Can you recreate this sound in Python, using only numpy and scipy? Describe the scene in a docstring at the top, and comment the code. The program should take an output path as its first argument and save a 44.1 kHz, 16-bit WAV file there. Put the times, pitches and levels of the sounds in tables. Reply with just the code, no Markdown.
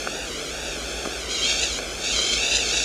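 """A soft simmer over hum and rumble is heard first, soon pricked by ticks of chilled wood in a quiet room.
Liquid nitrogen is poured twice into the hollow of a wooden mould on a table, and boils up under each pour.
Its boiling is random vapour bursts and gas noise, heard directly as spray and through resonances of the hollow.
Ticks are damped swings with fading noise; room air and rumble are filtered noise, hum and whine are sines.
An old tape machine sums two inverted tracks whose lag drifts, a moving comb filter that makes the hiss swirl."""
import sys
import numpy as np
from scipy import signal
from scipy.fft import rfft, irfft
from scipy.io import wavfile
from scipy.ndimage import map_coordinates

SR = 44100
rng = np.random.default_rng(int(sys.argv[2]) if len(sys.argv) > 2 else 0)


def transcribe(signal):
    """Save signal, clipped to [-1, 1], as a 16-bit WAV file at the path in sys.argv[1]."""
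    frames = np.atleast_2d(signal).T
    limited = np.clip(frames, -1, 1)
    pcm = np.round(limited * 32767).astype(np.int16)
    wavfile.write(sys.argv[1], SR, pcm)


N = 125244  # samples

# Spectra below are relative: each sound is scaled to its own level after filtering.
# Room air, spectrum: (frequency [Hz], level [dB])
ROOM_SPECTRUM = [(30, -14), (90, -12), (130, -12.5), (230, -0.5), (400, 0), (650, -1.5), (900, -1.5),
                 (1150, -7.5), (1550, -5), (2000, -5), (3000, -12), (7000, -13), (12000, -25), (14500, -29)]
# Mains hum, sines: (frequency [Hz], rms level [dB])
HUM_TONES = [(50, -51), (100, -63.5), (150, -51.5), (300, -66)]
# Faint whine, sines before their moving level: (frequency [Hz], rms level [dB])
WHINE_TONES = [(450, -47), (1513, -55)]
# Moving level of the whine: (time [s], gain [dB])
WHINE_GAIN = [(0, -9), (1.1, -7), (1.45, 2), (1.9, -8), (2.25, -1), (2.84, -3)]
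# Tape machine rumble, spectrum: (frequency [Hz], level [dB])
RUMBLE_SPECTRUM = [(10, -60), (22, -34), (33, -6), (46, -10), (58, 9), (68, -12), (82, -8), (130, -31),
                   (400, -82)]
# Rumble before its flutter: (time [s], level [dB])
RUMBLE_COURSE = [(0, -43.5), (1.85, -41), (1.98, -39), (2.04, -49), (2.14, -38.5), (2.25, -46), (2.40, -37),
                 (2.46, -42), (2.6, -37.5), (2.84, -42.5)]
# Ticks of the chilled wood: (time [s], peak of the swing [dB], swing frequency and noise cutoff [Hz])
WOOD_TICKS = [(.0612, -15, 2400), (.0732, -11, 1500), (.6278, -22, 2500), (1.0541, -13, 1800),
              (1.0595, -15, 1100), (1.0738, -19, 500), (1.4935, -17, 1800), (1.789, -16, 2200),
              (2.178, -16, 1600), (2.190, -17, 1300), (2.585, -17, 2600), (2.7435, -17, 1800)]
# Simmering of the liquid left in the mould, spectrum: (frequency [Hz], level [dB])
SIMMER_SPECTRUM = [(1000, -23), (2100, -13), (2650, 0), (3500, -2), (4200, -6), (5400, -4.5), (6600, -2.5),
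                   (7300, -7.5), (8000, -12), (9800, -14), (12000, -36), (14500, -41)]
# Boiling before sputter and spurts: (time [s], level [dB])
BOIL_COURSE = [(0, -48), (.58, -56), (.68, -35), (.77, -45), (1.27, -46), (1.31, -27), (1.41, -27),
               (1.49, -23), (1.56, -26.5), (1.64, -25.5), (1.70, -28), (1.78, -29.5), (1.82, -51),
               (1.94, -47), (2.035, -28.5), (2.055, -25), (2.17, -23.5), (2.42, -23.5), (2.56, -22),
               (2.63, -24.5), (2.74, -21.5), (2.84, -23)]
# Spurts where a splash flashes to vapour: (time [s], rise [dB])
VAPOUR_SPURTS = [(1.453, 4.5), (1.640, 4.5), (2.163, 3), (2.333, 2), (2.553, 3), (2.772, 3.5)]
# Resonances of the hollow, level before swell and flicker:
# (frequency [Hz], width [Hz], level [dB], centre of first swell [s], centre of second swell [s])
HOLLOW_MODES = [(2287, 70, -6, 1.53, 2.4), (2743, 155, 0, 1.42, 2.52), (3227, 48, -1.5, 1.49, 2.25),
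                (3680, 130, -2.5, 1.52, 2.51), (3930, 67, -6, 1.1, 2.5), (4120, 57, -6.5, 1.4, 2.15),
                (4580, 230, -4, 1.55, 2.63), (5020, 34, -9.5, 1.25, 4.7), (5460, 170, -4, 1.48, 2.88),
                (6250, 640, -3, 1.66, 2.8), (6700, 540, -3.5, 1.64, 1.97)]
# Slower sound in the cold vapour of the hollow: (time [s], pitch ratio [1])
CHILL_PITCH = [(1.55, 1.0), (2.2, .98)]
# Range in which the hollow radiates: (frequency [Hz], gain [dB])
HOLLOW_RADIATION = [(1500, -10), (2200, -1.5), (7200, 1), (8000, 0), (11000, -17), (14000, -40)]
# Spray heard directly, spectrum: (frequency [Hz], level [dB])
SPRAY_SPECTRUM = [(300, -6), (1000, -4.5), (1800, -6), (2500, -7), (4000, 5.5), (5200, -5.5), (6500, 7),
                  (7300, 5), (8000, -11), (9800, -7.5), (11200, -24), (14500, -48)]
# Lag of the second tape track behind the first: (time [s], lag [ms])
TAPE_LAG = [(0.0, 1.049), (0.2, 0.94), (0.26, 0.974), (0.3, 1.159), (0.34, 1.181), (0.43, 1.034),
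            (0.48, 1.144), (0.53, 1.008), (0.65, 0.949), (0.74, 0.998), (0.82, 1.132), (0.86, 0.975),
            (0.89, 1.052), (1.01, 1.003), (1.09, 1.065), (1.14, 0.971), (1.27, 1.193), (1.31, 1.099),
            (1.42, 1.162), (1.49, 0.991), (1.58, 1.024), (1.64, 0.899), (1.75, 1.159), (1.81, 1.012),
            (1.89, 1.097), (2.11, 0.948), (2.19, 1.157), (2.25, 1.073), (2.35, 1.07), (2.44, 0.96),
            (2.59, 0.9), (2.69, 1.07), (2.74, 0.941), (2.83, 0.972)]
# Second track against the first, before its waver: (frequency [Hz], gain [dB])
TAPE_BALANCE = [(100, -2.3), (1000, -2.1), (2000, -1.5), (3000, -1), (4000, -.4), (5000, -1.8), (7000, -7),
                (12000, -11)]

ROOM_DB, SIMMER_DB = -33, -34
RUMBLE_FLUTTER_HZ, RUMBLE_FLUTTER_DB = 39.8, 2
TICK_DAMPING = .35  # decay per radian of the swing
TICK_CRACK_DB, TICK_CRACK_S = -10, .0015
TICK_TAIL_DB, TICK_TAIL_S = -22, .014
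BURSTS_PER_S, BURST_SPREAD_DB = 2500, 3
BURST_SHARE = .36  # part of the fizz power held by bursts
SIMMER_SWELL_HZ, SIMMER_SWELL_DB = 12.4, .12
SPUTTER_HZ, SPUTTER_DB, SPURT_S = 70.1, .88, .006
HOLLOW_DB, SPRAY_DB = -1.5, -5  # balance within the boiling
SWELL_DB, SWELL_S = 3.5, .095
RING_FLICKER_HZ, RING_FLICKER_DB = 40.1, .9
RING_DRIFT = .003  # spread of the wavering pitch ratio
TRACK_WAVER_HZ, TRACK_WAVER_DB = 14, .6
TOP_HZ = 14550


def undb(db):
    """Logarithmic level: convert decibels to amplitude gain."""
    return 10 ** (np.asarray(db) / 20)


def unit(x):
    """Normalisation of power: scale to rms 1."""
    return x / np.sqrt(np.mean(x ** 2))


def curve(rows):
    """Linear interpolation: join (time, value) rows by straight lines."""
    return np.interp(np.arange(N) / SR, *np.array(rows).T)


def colour(x, points):
    """Linear filtering: multiply the spectrum by gains joined over log frequency."""
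    hz, db = np.array(points).T
    f = np.maximum(np.arange(N // 2 + 1) * SR / N, 1)
    gain = undb(np.interp(np.log(f), np.log(hz), db))
    return irfft(rfft(x) * gain, N)


def ring(x, hz, width):
    """Resonance: a second-order peak with gain 1 at its centre."""
    b, a = signal.iirpeak(hz, hz / width, fs=SR)
    return signal.lfilter(b, a, x)


def walk(hz):
    """Band-limited fluctuation: smoothly joined random knots, hz per second, with rms 1."""
    knots = rng.standard_normal(size=2048)
    return unit(map_coordinates(knots, [np.arange(N) / SR * hz], mode="mirror"))


def bump(centre, width):
    """Gaussian envelope: rise to 1 at the centre and fall again."""
    t = np.arange(N) / SR
    return np.exp(-.5 * ((t - centre) / width) ** 2)


def delay(x, seconds):
    """Time delay: a moving lag also shifts the pitch."""
    return map_coordinates(x, [np.arange(N) - seconds * SR], mode="mirror")


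def room():
    """Stationary noise: filtered random air motion gives the steady room tone."""
    return undb(ROOM_DB) * unit(colour(rng.standard_normal(N), ROOM_SPECTRUM))


def tones(rows):
    """Superposition: sum steady sines with random phases."""
    t = np.arange(N) / SR
    total = np.zeros(N)
    for hz, db in rows:
        peak = np.sqrt(2) * undb(db)
        total += peak * np.sin(2 * np.pi * (hz * t + rng.random()))
    return total


def machine():
    """Amplitude modulation: steady hum, a whine that comes and goes, and fluttering low noise."""
    whine = undb(curve(WHINE_GAIN)) * tones(WHINE_TONES)
    rumble_db = curve(RUMBLE_COURSE) + RUMBLE_FLUTTER_DB * walk(RUMBLE_FLUTTER_HZ)
    rumble = undb(rumble_db) * unit(colour(rng.standard_normal(N), RUMBLE_SPECTRUM))
    return tones(HUM_TONES) + whine + rumble


def ticks():
    """Damped oscillation: each tick is a heavily damped swing with a brief crack and a short dull tail."""
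    out = np.zeros(N)
    for at, db, hz in WOOD_TICKS:
        age = np.maximum(np.arange(N) / SR - at, 0)
        turn = 2 * np.pi * hz * age
        swing = -np.sin(turn) * np.exp(-TICK_DAMPING * turn)
        lowpass = signal.butter(4, hz, fs=SR, output="sos")
        noise = unit(signal.sosfilt(lowpass, rng.standard_normal(N)))
        crack = undb(TICK_CRACK_DB) * np.exp(-age / TICK_CRACK_S)
        tail = undb(TICK_TAIL_DB) * np.exp(-age / TICK_TAIL_S)
        out += undb(db) * (swing / np.abs(swing).max() + noise * (age > 0) * (crack + tail))
    return out


def fizz():
    """Shot noise: random vapour bursts of uneven size over the rush of gas."""
    struck = rng.random(N) < BURSTS_PER_S / SR
    sign = rng.choice([-1, 1], N)
    size = undb(BURST_SPREAD_DB * np.minimum(rng.exponential(size=N), 4))
    bursts = unit(struck * sign * size)
    return np.sqrt(BURST_SHARE) * bursts + np.sqrt(1 - BURST_SHARE) * rng.standard_normal(N)


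def simmering():
    """Gentle boiling: filtered bursts and gas noise swell slightly."""
    db = SIMMER_DB + SIMMER_SWELL_DB * walk(SIMMER_SWELL_HZ)
    return undb(db) * unit(colour(fizz(), SIMMER_SPECTRUM))


def hollow_ring():
    """Cavity resonance: fizz drives modes whose pitch wavers and sinks as cold vapour fills the hollow."""
    total = np.zeros(N)
    for hz, width, mode_db, *swell_times in HOLLOW_MODES:
        pitch = curve(CHILL_PITCH) + RING_DRIFT * walk(RING_FLICKER_HZ)
        lag_s = np.cumsum(1 - pitch) / SR  # a growing lag lowers the pitch
        mode = unit(delay(ring(fizz(), hz, width), lag_s))
        swell_db = SWELL_DB * sum(bump(at, SWELL_S) for at in swell_times)
        flicker_db = RING_FLICKER_DB * walk(RING_FLICKER_HZ)
        total += mode * undb(mode_db + swell_db + flicker_db)
    return unit(colour(total, HOLLOW_RADIATION))


def boiling():
    """Violent boiling: vapour under the stream is heard as hollow ringing and direct spray."""
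    db = curve(BOIL_COURSE) + SPUTTER_DB * walk(SPUTTER_HZ)
    for at, rise in VAPOUR_SPURTS:
        db = db + rise * bump(at, SPURT_S)
    spray = unit(colour(fizz(), SPRAY_SPECTRUM))
    return undb(db) * (undb(HOLLOW_DB) * hollow_ring() + undb(SPRAY_DB) * spray)


def scene():
    """Superposition: room air, ticks, simmering and boiling add."""
    return (room() + ticks() + simmering() + boiling())[None]


def record(dry):
    """Comb filtering: inverted tracks add with wandering lag and balance; hum joins and the top is cut."""
    first = dry[0]
    lag_s = curve(TAPE_LAG) / 1000
    waver = undb(TRACK_WAVER_DB * walk(TRACK_WAVER_HZ))
    second = delay(colour(first, TAPE_BALANCE), lag_s) * waver
    tape = (first - second) / np.sqrt(2) + machine()
    top_cut = signal.ellip(12, .2, 80, TOP_HZ, fs=SR, output="sos")
    return signal.sosfilt(top_cut, tape)[None]


dry = scene()
out = record(dry)
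transcribe(out)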